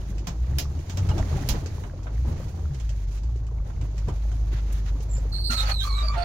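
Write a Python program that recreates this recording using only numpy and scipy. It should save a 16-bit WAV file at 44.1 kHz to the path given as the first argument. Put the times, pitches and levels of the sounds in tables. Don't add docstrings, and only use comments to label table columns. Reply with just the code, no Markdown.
import sys
import numpy as np
from scipy import signal
from scipy.fft import rfft, irfft, next_fast_len
from scipy.io import wavfile

SR = 44100
rng = np.random.default_rng(int(sys.argv[2]) if len(sys.argv) > 2 else 0)


def linear_from_db(decibels):
    return 10 ** (np.asarray(decibels, float) / 20)


def dump_mix(stems):
    frames = np.atleast_2d(stems).T
    limited = np.clip(frames, -1, 1)
    pcm = np.round(limited * 32767).astype(np.int16)
    wavfile.write(sys.argv[1], SR, pcm)


N = 275228


def engine():
    # time in seconds,
    # firing rate in Hz, boom in dB.
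    revs = [(0.0, 51, -33), (0.3, 50.14, -28.5), (0.52, 67.65, -25.5), (0.73, 72.4, -27),
            (0.9, 86.8, -35.5), (1.01, 94.1, -21), (1.16, 100.1, -30), (1.51, 55.4, -37.5),
            (1.7, 42.1, -45), (1.98, 45.1, -39), (2.19, 58.2, -21.5), (2.38, 83.4, -33.5),
            (2.55, 89.1, -35.5), (2.73, 65.8, -36), (2.85, 52.97, -26), (3.08, 47.05, -29.5),
            (3.3, 56.8, -26), (3.62, 51.5, -29),
            (4.18, 51.0, -25)]
    # frequency in Hz, level in dB.
    octave_response = [(85, -38.5), (105, -40.5), (135, -33), (170, -56.5), (200, -37)]
    hz, boom_db = in_time(revs)
    octave_db = at_hz(octave_response, 2 * hz)
    turn = 2 * np.pi * np.cumsum(hz * (1 + 0.0263 * drift(9.06))) / SR
    boom = linear_from_db(boom_db + 1.97 * drift(10.5)) * np.sin(turn)
    octave = linear_from_db(octave_db + 1.8 * drift(9) + 1.1 * drift(3.2)) * np.sin(2 * turn + 0.8)
    crank = linear_from_db(boom_db - 18.5 + 1.4 * drift(11.4)) * np.sin(1.5 * turn)
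    return np.sqrt(2) * (boom + octave + crank)


def slaps():
    # time in seconds, bright peak in dB, weight as dull part re bright in dB,
    # left-right balance in dB.
    hits = [(0.181, -39, -21, 2), (0.2701, -27, 2.5, 1), (0.5842, -20, -7, 1), (0.79, -45, -29, 7),
            (0.896, -31, -2.5, 1.5), (0.971, -29, 3, 0.5), (1.0882, -32, 7.5, 2), (1.1794, -32, 8, 0),
            (1.4879, -19.5, -2.5, -2.5), (1.6593, -33.5, -21, 0.5), (1.8352, -46.5, 18.5, -1),
            (2.0669, -53.5, 25.5, 1), (2.482, -49, -10, -6), (2.745, -40.5, 0, 0),
            (2.798, -39.5, 1.5, -0.5), (2.8912, -37, -6, 3.5), (3.1742, -44.5, -5, -1),
            (3.4659, -49, -10, -7), (3.699, -57, 23.5, -1), (3.812, -42, 8, 1), (3.9794, -40.5, -11, -4),
            (4.083, -38, 8.5, 5), (4.3164, -49, 8, -13), (4.7007, -52, 17, 6), (2.03, -47, -10, 0),
            (5.0043, -42.5, 4, 1), (5.167, -43, -17, -3), (5.4854, -56, 13, 10), (3.2326, -47.5, -6, -8),
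            (3.3594, -51, -8, -7)]
    t60_s = 0.15
    white, out = rng.standard_normal((2, N)), np.zeros((2, N))
    bands = []
    for edges_hz in [(300, 1480), (1300, 3170), (4000, 6900), (7600, 15000)]:
        band_pass = signal.butter(2, edges_hz, "band", fs=SR, output="sos")
        bands.append(rms_one(signal.sosfilt(band_pass, white)))
    rises_s = (0.0027, 0.00047, 0.00084, 0.00013)
    lengths = (1.17, 0.86, 1.07, 0.89)
    t = np.arange(int(.3 * SR)) / SR
    for s, peak_db, dull_db, pan_db in hits:
        span = slice(round(s * SR), round(s * SR) + len(t))
        middle_db = -0.5 - 0.0938 * (peak_db + 46)
        top_db = -9.5 + 0.7364 * (peak_db + 29) - 0.041 * dull_db
        hit_t60_s = t60_s * linear_from_db(0.2445 * (peak_db + 17.5))
        levels_db = (dull_db, middle_db, 0, top_db)
        for band, rel_db, rise, longer in zip(bands, levels_db, rises_s, lengths):
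            hiss = linear_from_db(-60 * t / (hit_t60_s * longer))
            crack = 0.71 * np.exp(-t / 0.0023)
            envelope = (1 - np.exp(-t / rise)) * (hiss + crack) * linear_from_db(peak_db + rel_db - 9.0)
            out[:, span] += panned(band[:, span] * envelope, np.array([pan_db]))
    return out


def knocks():
    # time in seconds, peak in dB, pitch in Hz, t60 in seconds.
    thumps = [(0.096, -24, 184, 0.075), (0.271, -28, 173, 0.27), (1.087, -41, 1520, .04),
              (1.113, -25, 855, 0.056), (1.112, -34.5, 2890, 0.054), (1.195, -19, 650, 0.04),
              (1.376, -27.5, 787, 0.056), (1.491, -26, 208, .12), (1.541, -26, 453, 0.064),
              (1.57, -28, 710, 0.031), (2.263, -31, 232.6, 0.19), (4.082, -23, 423, 0.05),
              (4.085, -29, 966, 0.032), (4.334, -36, 696, 0.031), (5.495, -29.5, 233, 0.24)]
    out, t = np.zeros(N), np.arange(int(.3 * SR)) / SR
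    for s, peak_db, hz, t60 in thumps:
        ring = np.sin(2 * np.pi * hz * t) + 0.27 * np.sin(2 * np.pi * 1.43 * hz * t)
        envelope = linear_from_db(peak_db - 60 * t / t60) * (1 - np.exp(-t / 0.003))
        out[round(s * SR):][:len(t)] += ring * envelope
    return out


def squeals(rows, waver, chatter_db, upper_db):
    second_strand_db, strand_spread = -5.5, 1.4
    out = np.zeros((2, N))
    for s, length, from_hz, to_hz, level_db in rows:
        start = round(s * SR)
        t = np.arange(start, min(start + SR // 4, N)) / SR
        size = len(t)
        edge = stroke(t, s, length, attack=0.014, release=0.02)
        glide_hz = np.interp(t, [s, s + length], [from_hz, to_hz])
        for strand in range(2):
            hz = glide_hz * (1 + strand * strand_spread * waver * (1.3 + drift(12.3, size)))
            wobble = waver * (0.3037 * drift(55, size) + drift(270, size))
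            turn = 2 * np.pi * np.cumsum(hz * (1 + wobble)) / SR
            for k, db in enumerate([0] + upper_db, start=1):
                grip_db = level_db + db + strand * second_strand_db + chatter_db * drift(128, size)
                for port in range(2):
                    tone = np.sin(k * turn + rng.uniform(0, 2 * np.pi)) * (k * hz < 15500)
                    out[port, start:start + size] += linear_from_db(grip_db + 1.44 * drift(46, size)) * tone * edge
    return out


def road():
    # time in seconds, level in dB.
    roughness = [(0.0, -43), (0.01, -49.5), (0.47, -52), (0.53, -45), (0.83, -52), (1.18, -39), (1.47, -43),
                 (1.55, -36), (1.65, -47.5), (2.23, -52.5), (2.26, -42.5), (2.91, -55.5), (3.88, -50),
                 (4.07, -53.5), (4.08, -36.5), (4.16, -53), (5.34, -49.5), (5.45, -53.5)]
    # frequency in Hz, density in dB per Hz.
    rumble_colour = [(12, -16), (20, -6.5), (43, -2), (67, 0.5), (80, 1.5), (102, -4.5), (137, -3.5),
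                     (210, -21.5), (260, -49.5), (340, -76), (570, -120)]
    drone_colour = [(120, -11), (200, 1), (330, -0.5), (500, -5.5), (800, -8), (1300, -17), (2200, -31.5)]
    rumble_db, drone_db = -34.5, -48.5
    rough_db, = in_time(roughness)
    rough_db = rough_db - rough_db.mean()
    shaking = coloured(rng.standard_normal((2, N)), rumble_colour)
    rumble = linear_from_db(rumble_db + 0.86 * rough_db + 2.2 * drift(15)) * shaking
    drone = linear_from_db(drone_db + rough_db + 1.5 * drift(20)) * coloured(grains(2.5, .006), drone_colour)
    return rumble + drone + pings(drone_db + rough_db - 4.5, per_s=200)


def pings(level_db, per_s):
    sizes = linear_from_db(5.7 * np.minimum(rng.exponential(1, N), 4)) * rng.choice([-1, 1], N)
    born, dealt = rng.random(N) < per_s / SR, rng.integers(0, 16, N)
    out = np.zeros((2, N))
    for k, hz in enumerate(np.geomspace(280, 3000, 16)):
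        r, w = linear_from_db(-60 * hz / (22.0 * SR)), 2 * np.pi * hz / SR
        clicks = sizes * born * (dealt == k) + 1e-18
        ring = signal.lfilter([0, np.sin(w)], [1, -2 * r * np.cos(w), r * r], clicks)
        out += panned(ring * linear_from_db(-3.0 * np.log2(hz / 280)), rng.normal(0, 5.1, 1))
    return linear_from_db(level_db) * rms_one(out)


def brush():
    # time in seconds, level in dB.
    foliage = [(0.0, -62.5), (0.71, -63.5), (0.96, -60.5), (1.09, -59), (1.36, -53), (1.49, -55),
               (1.65, -60), (1.96, -65), (2.3, -62), (3.04, -63), (3.26, -64), (3.44, -71), (3.7, -67),
               (3.99, -63), (4.15, -63), (4.52, -63.5), (4.71, -61), (5.3, -64.5)]
    # start in seconds, length in seconds, level in dB,
    # leafiness as bright part re dull in dB.
    boughs = [(1.544, 0.049, -50.5, -20), (2.31, 0.086, -58, -13), (3.073, .11, -68.5, 4.5),
              (4.505, 0.12, -53.5, -15), (4.719, 0.03, -69.5, 15.5), (4.852, 0.07, -53, -12),
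              (5.013, 0.042, -69.5, 12), (5.497, 0.076, -34.5, -4), (5.561, 0.094, -41.5, -6.5),
              (5.625, 0.12, -41, -9), (5.793, 0.11, -53, 2), (5.966, 0.13, -48.5, -13),
              (6.127, .14, -45, -24)]
    # frequency in Hz, density in dB per Hz.
    scrub_colour = [(500, 5), (900, 0.5), (1400, 3.5), (2000, 3.5), (3000, -4.5), (4300, -6.5), (6000, -27)]
    rustle_colour = [(2200, -4.5), (3500, -3), (4800, 2.5), (6500, 7), (7300, -0.5), (8200, -38),
                     (10000, -40)]
    top_colour = [(6000, -9), (8000, -4), (10000, -1), (12000, -1), (14000, -5.5), (16000, -5)]
    thick_db, = in_time(foliage)
    thick_db = thick_db - thick_db.mean()
    t = np.arange(N) / SR
    leaf_share = np.array([[0], [1], [1.6]])
    drag = np.zeros((3, N))
    for s, length, db, leafy_db in boughs:
        drag += linear_from_db(db + leafy_db * leaf_share) * stroke(t, s, length, attack=0.012, release=0.024)
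    contact, flutter = grains(1.7, 0.012), drift(12.3)
    scrub = linear_from_db(-59.5 + 1.28 * thick_db) + drag[0]
    scrub = scrub * linear_from_db(1.43 * flutter + 1.3 * drift(6.5)) * coloured(contact, scrub_colour)
    rustle = linear_from_db(-62.5 + thick_db) + drag[1]
    rustle = rustle * linear_from_db(1.0 * flutter) * coloured(contact, rustle_colour)
    top = linear_from_db(-68.5 + 1.15 * thick_db) + linear_from_db(-3) * drag[2]
    top = top * linear_from_db(2.9 * flutter) * coloured(contact, top_colour)
    return scrub + rustle + top


def cabin(x):
    t60_s, trim_cut_hz = 0.11, 11900
    size = next_fast_len(N + SR // 2)
    w = 2 * np.pi * np.arange(size // 2 + 1) / size
    dull = 1 / (1 + 1j * w * SR / (2 * np.pi * trim_cut_hz))
    sides = np.zeros((2, len(w)), complex)
    for side, lags in enumerate(rng.uniform(.003, .014, (2, 6)) * SR):
        for k, lag in enumerate(lags):
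            loop = dull * linear_from_db(-60 * lag / SR / t60_s)
            sides[side] += (-1) ** k / (1 / loop * np.exp(1j * w * lag) - 1)
    return irfft(rfft(x, size) * sides, size)[:, :N]


def later_left(x):
    n = np.arange(N)
    return np.array([np.interp(n - .00025 * SR, n, x[0]), x[1]])


def stroke(t, start, length, attack, release):
    return np.clip(np.minimum((t - start) / attack, (start + length - t) / release), 0, 1) ** 2


def grains(spread_db, smear_s):
    jumps = linear_from_db(spread_db * np.minimum(rng.exponential(1, N), 5)) * (rng.random(N) < 260 / SR)
    contact = signal.lfilter([1], [1, -np.exp(-1 / (smear_s * SR))], jumps)
    return rng.standard_normal((2, N)) * np.sqrt(2.0 + contact)


def coloured(source, spectrum):
    # frequency in Hz, likeness 0-1.
    likeness = [(60, 0.97), (150, 1), (300, 0.86), (600, 0.31), (1200, 0.014), (8000, 0.016)]
    size = next_fast_len(N)
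    hz = np.maximum(np.arange(size // 2 + 1) * SR / size, 1)
    alike = np.clip(at_hz(likeness, hz), 0, 1)
    inside = (hz > spectrum[0][0]) & (hz < spectrum[-1][0])
    mid, side = rfft(source, size) * linear_from_db(at_hz(spectrum, hz)) * inside
    mid, side = mid * np.sqrt(1 + alike), side * np.sqrt(1 - alike)
    return rms_one(irfft([mid + side, mid - side], size)[:, :N])


def drift(rate, size=N):
    r = np.exp(-16 * np.pi * rate / SR)
    noise = rng.standard_normal(size // 8 + 4002)
    slow = signal.lfilter([1], [1, -2 * r, r * r], noise)[4000:]
    return np.interp(np.arange(size) / 8, np.arange(len(slow)), rms_one(slow - slow.mean()))


def rms_one(x):
    return x / np.sqrt(np.mean(x ** 2) + 1e-20)


def in_time(rows):
    s, *columns = np.transpose(rows)
    return [np.interp(np.arange(N) / SR, s, c) for c in columns]


def at_hz(points, hz):
    point_hz, value = np.transpose(points)
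    return np.interp(np.log(hz), np.log(point_hz), value)


def panned(x, pan_db):
    return x * linear_from_db(np.array([pan_db / 2, -pan_db / 2]))


def scene():
    # start in seconds, length in seconds, slip rate from in Hz,
    # slip rate to in Hz, level in dB.
    frayed = [
        (5.315, .13, 4164, 4340, -37),
        (5.43, .2, 4273, 4138, -31.5),
        (5.565, .07, 3820, 3780, -31.5),
        (5.795, 0.055, 3040, 3480, -39),
        (5.9, .14, 4220, 3736, -41),
    ]
    thin = [
        (5.09, .11, 7380, 7140, -49),
        (5.645, 0.081, 4510, 4410, -42),
        (5.7, 0.13, 4416, 3600, -37.5),
        (5.8, .07, 3700, 4344, -43),
        (5.855, 0.16, 4520, 3693, -43.5),
        (6.015, 0.092, 4710, 4603, -42.5),
        (6.165, 0.096, 4383, 4460, -45.5),
    ]
    thick = [(5.49, 0.038, 1452, 1305, -31), (5.51, 0.045, 1297, 1267, -33.5), (5.55, .2, 1306, 1235, -42),
             (5.62, 0.11, 811, 791, -41), (5.8, 0.054, 1610, 1503, -47), (5.83, .1, 1177, 1112, -38),
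             (5.91, .16, 1113, 1191, -38), (6.07, 0.1, 1155, 1165, -36.5), (6.13, 0.078, 1013, 780, -42),
             (6.02, 0.052, 640, 640, -43.5), (6.15, 0.1179, 699, 691, -36),
             (6.16, 0.089, 1288, 1344, -45.5)]
    twigs = (squeals(frayed, waver=.021, chatter_db=2.5, upper_db=[-18.0, -21.0])
             + squeals(thin, waver=.007, chatter_db=5.5, upper_db=[-19.0, -27.0])
             + squeals(thick, waver=0.0139, chatter_db=3.5,
                       upper_db=[-11.5, -25.0, -26.0, -27.0, -24.0, -39.0]))
    contacts = twigs + slaps()
    scraped_side = later_left(linear_from_db(0.5) * contacts + linear_from_db(-8.5) * cabin(contacts))
    return engine() + road() + brush() + knocks() + scraped_side


def roll_off(x):
    return signal.sosfilt(signal.butter(12, 16320, fs=SR, output="sos"), x)


def record(dry):
    # frequency in Hz, left-right in dB.
    port_balance = [(60, 0.0), (120, 0.5), (240, 1.5), (480, 1.5), (950, -5), (1890, -3), (3770, -9),
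                    (7520, -7.5), (15000, 4.5)]
    top_cut_hz = 15840
    size = next_fast_len(N)
    hz = np.maximum(np.arange(size // 2 + 1) * SR / size, 1)
    ports = panned(rfft(dry, size) * (hz < top_cut_hz), at_hz(port_balance, hz))
    return roll_off(irfft(ports, size)[:, :N])


dry = scene()
out = record(dry)
dump_mix(out)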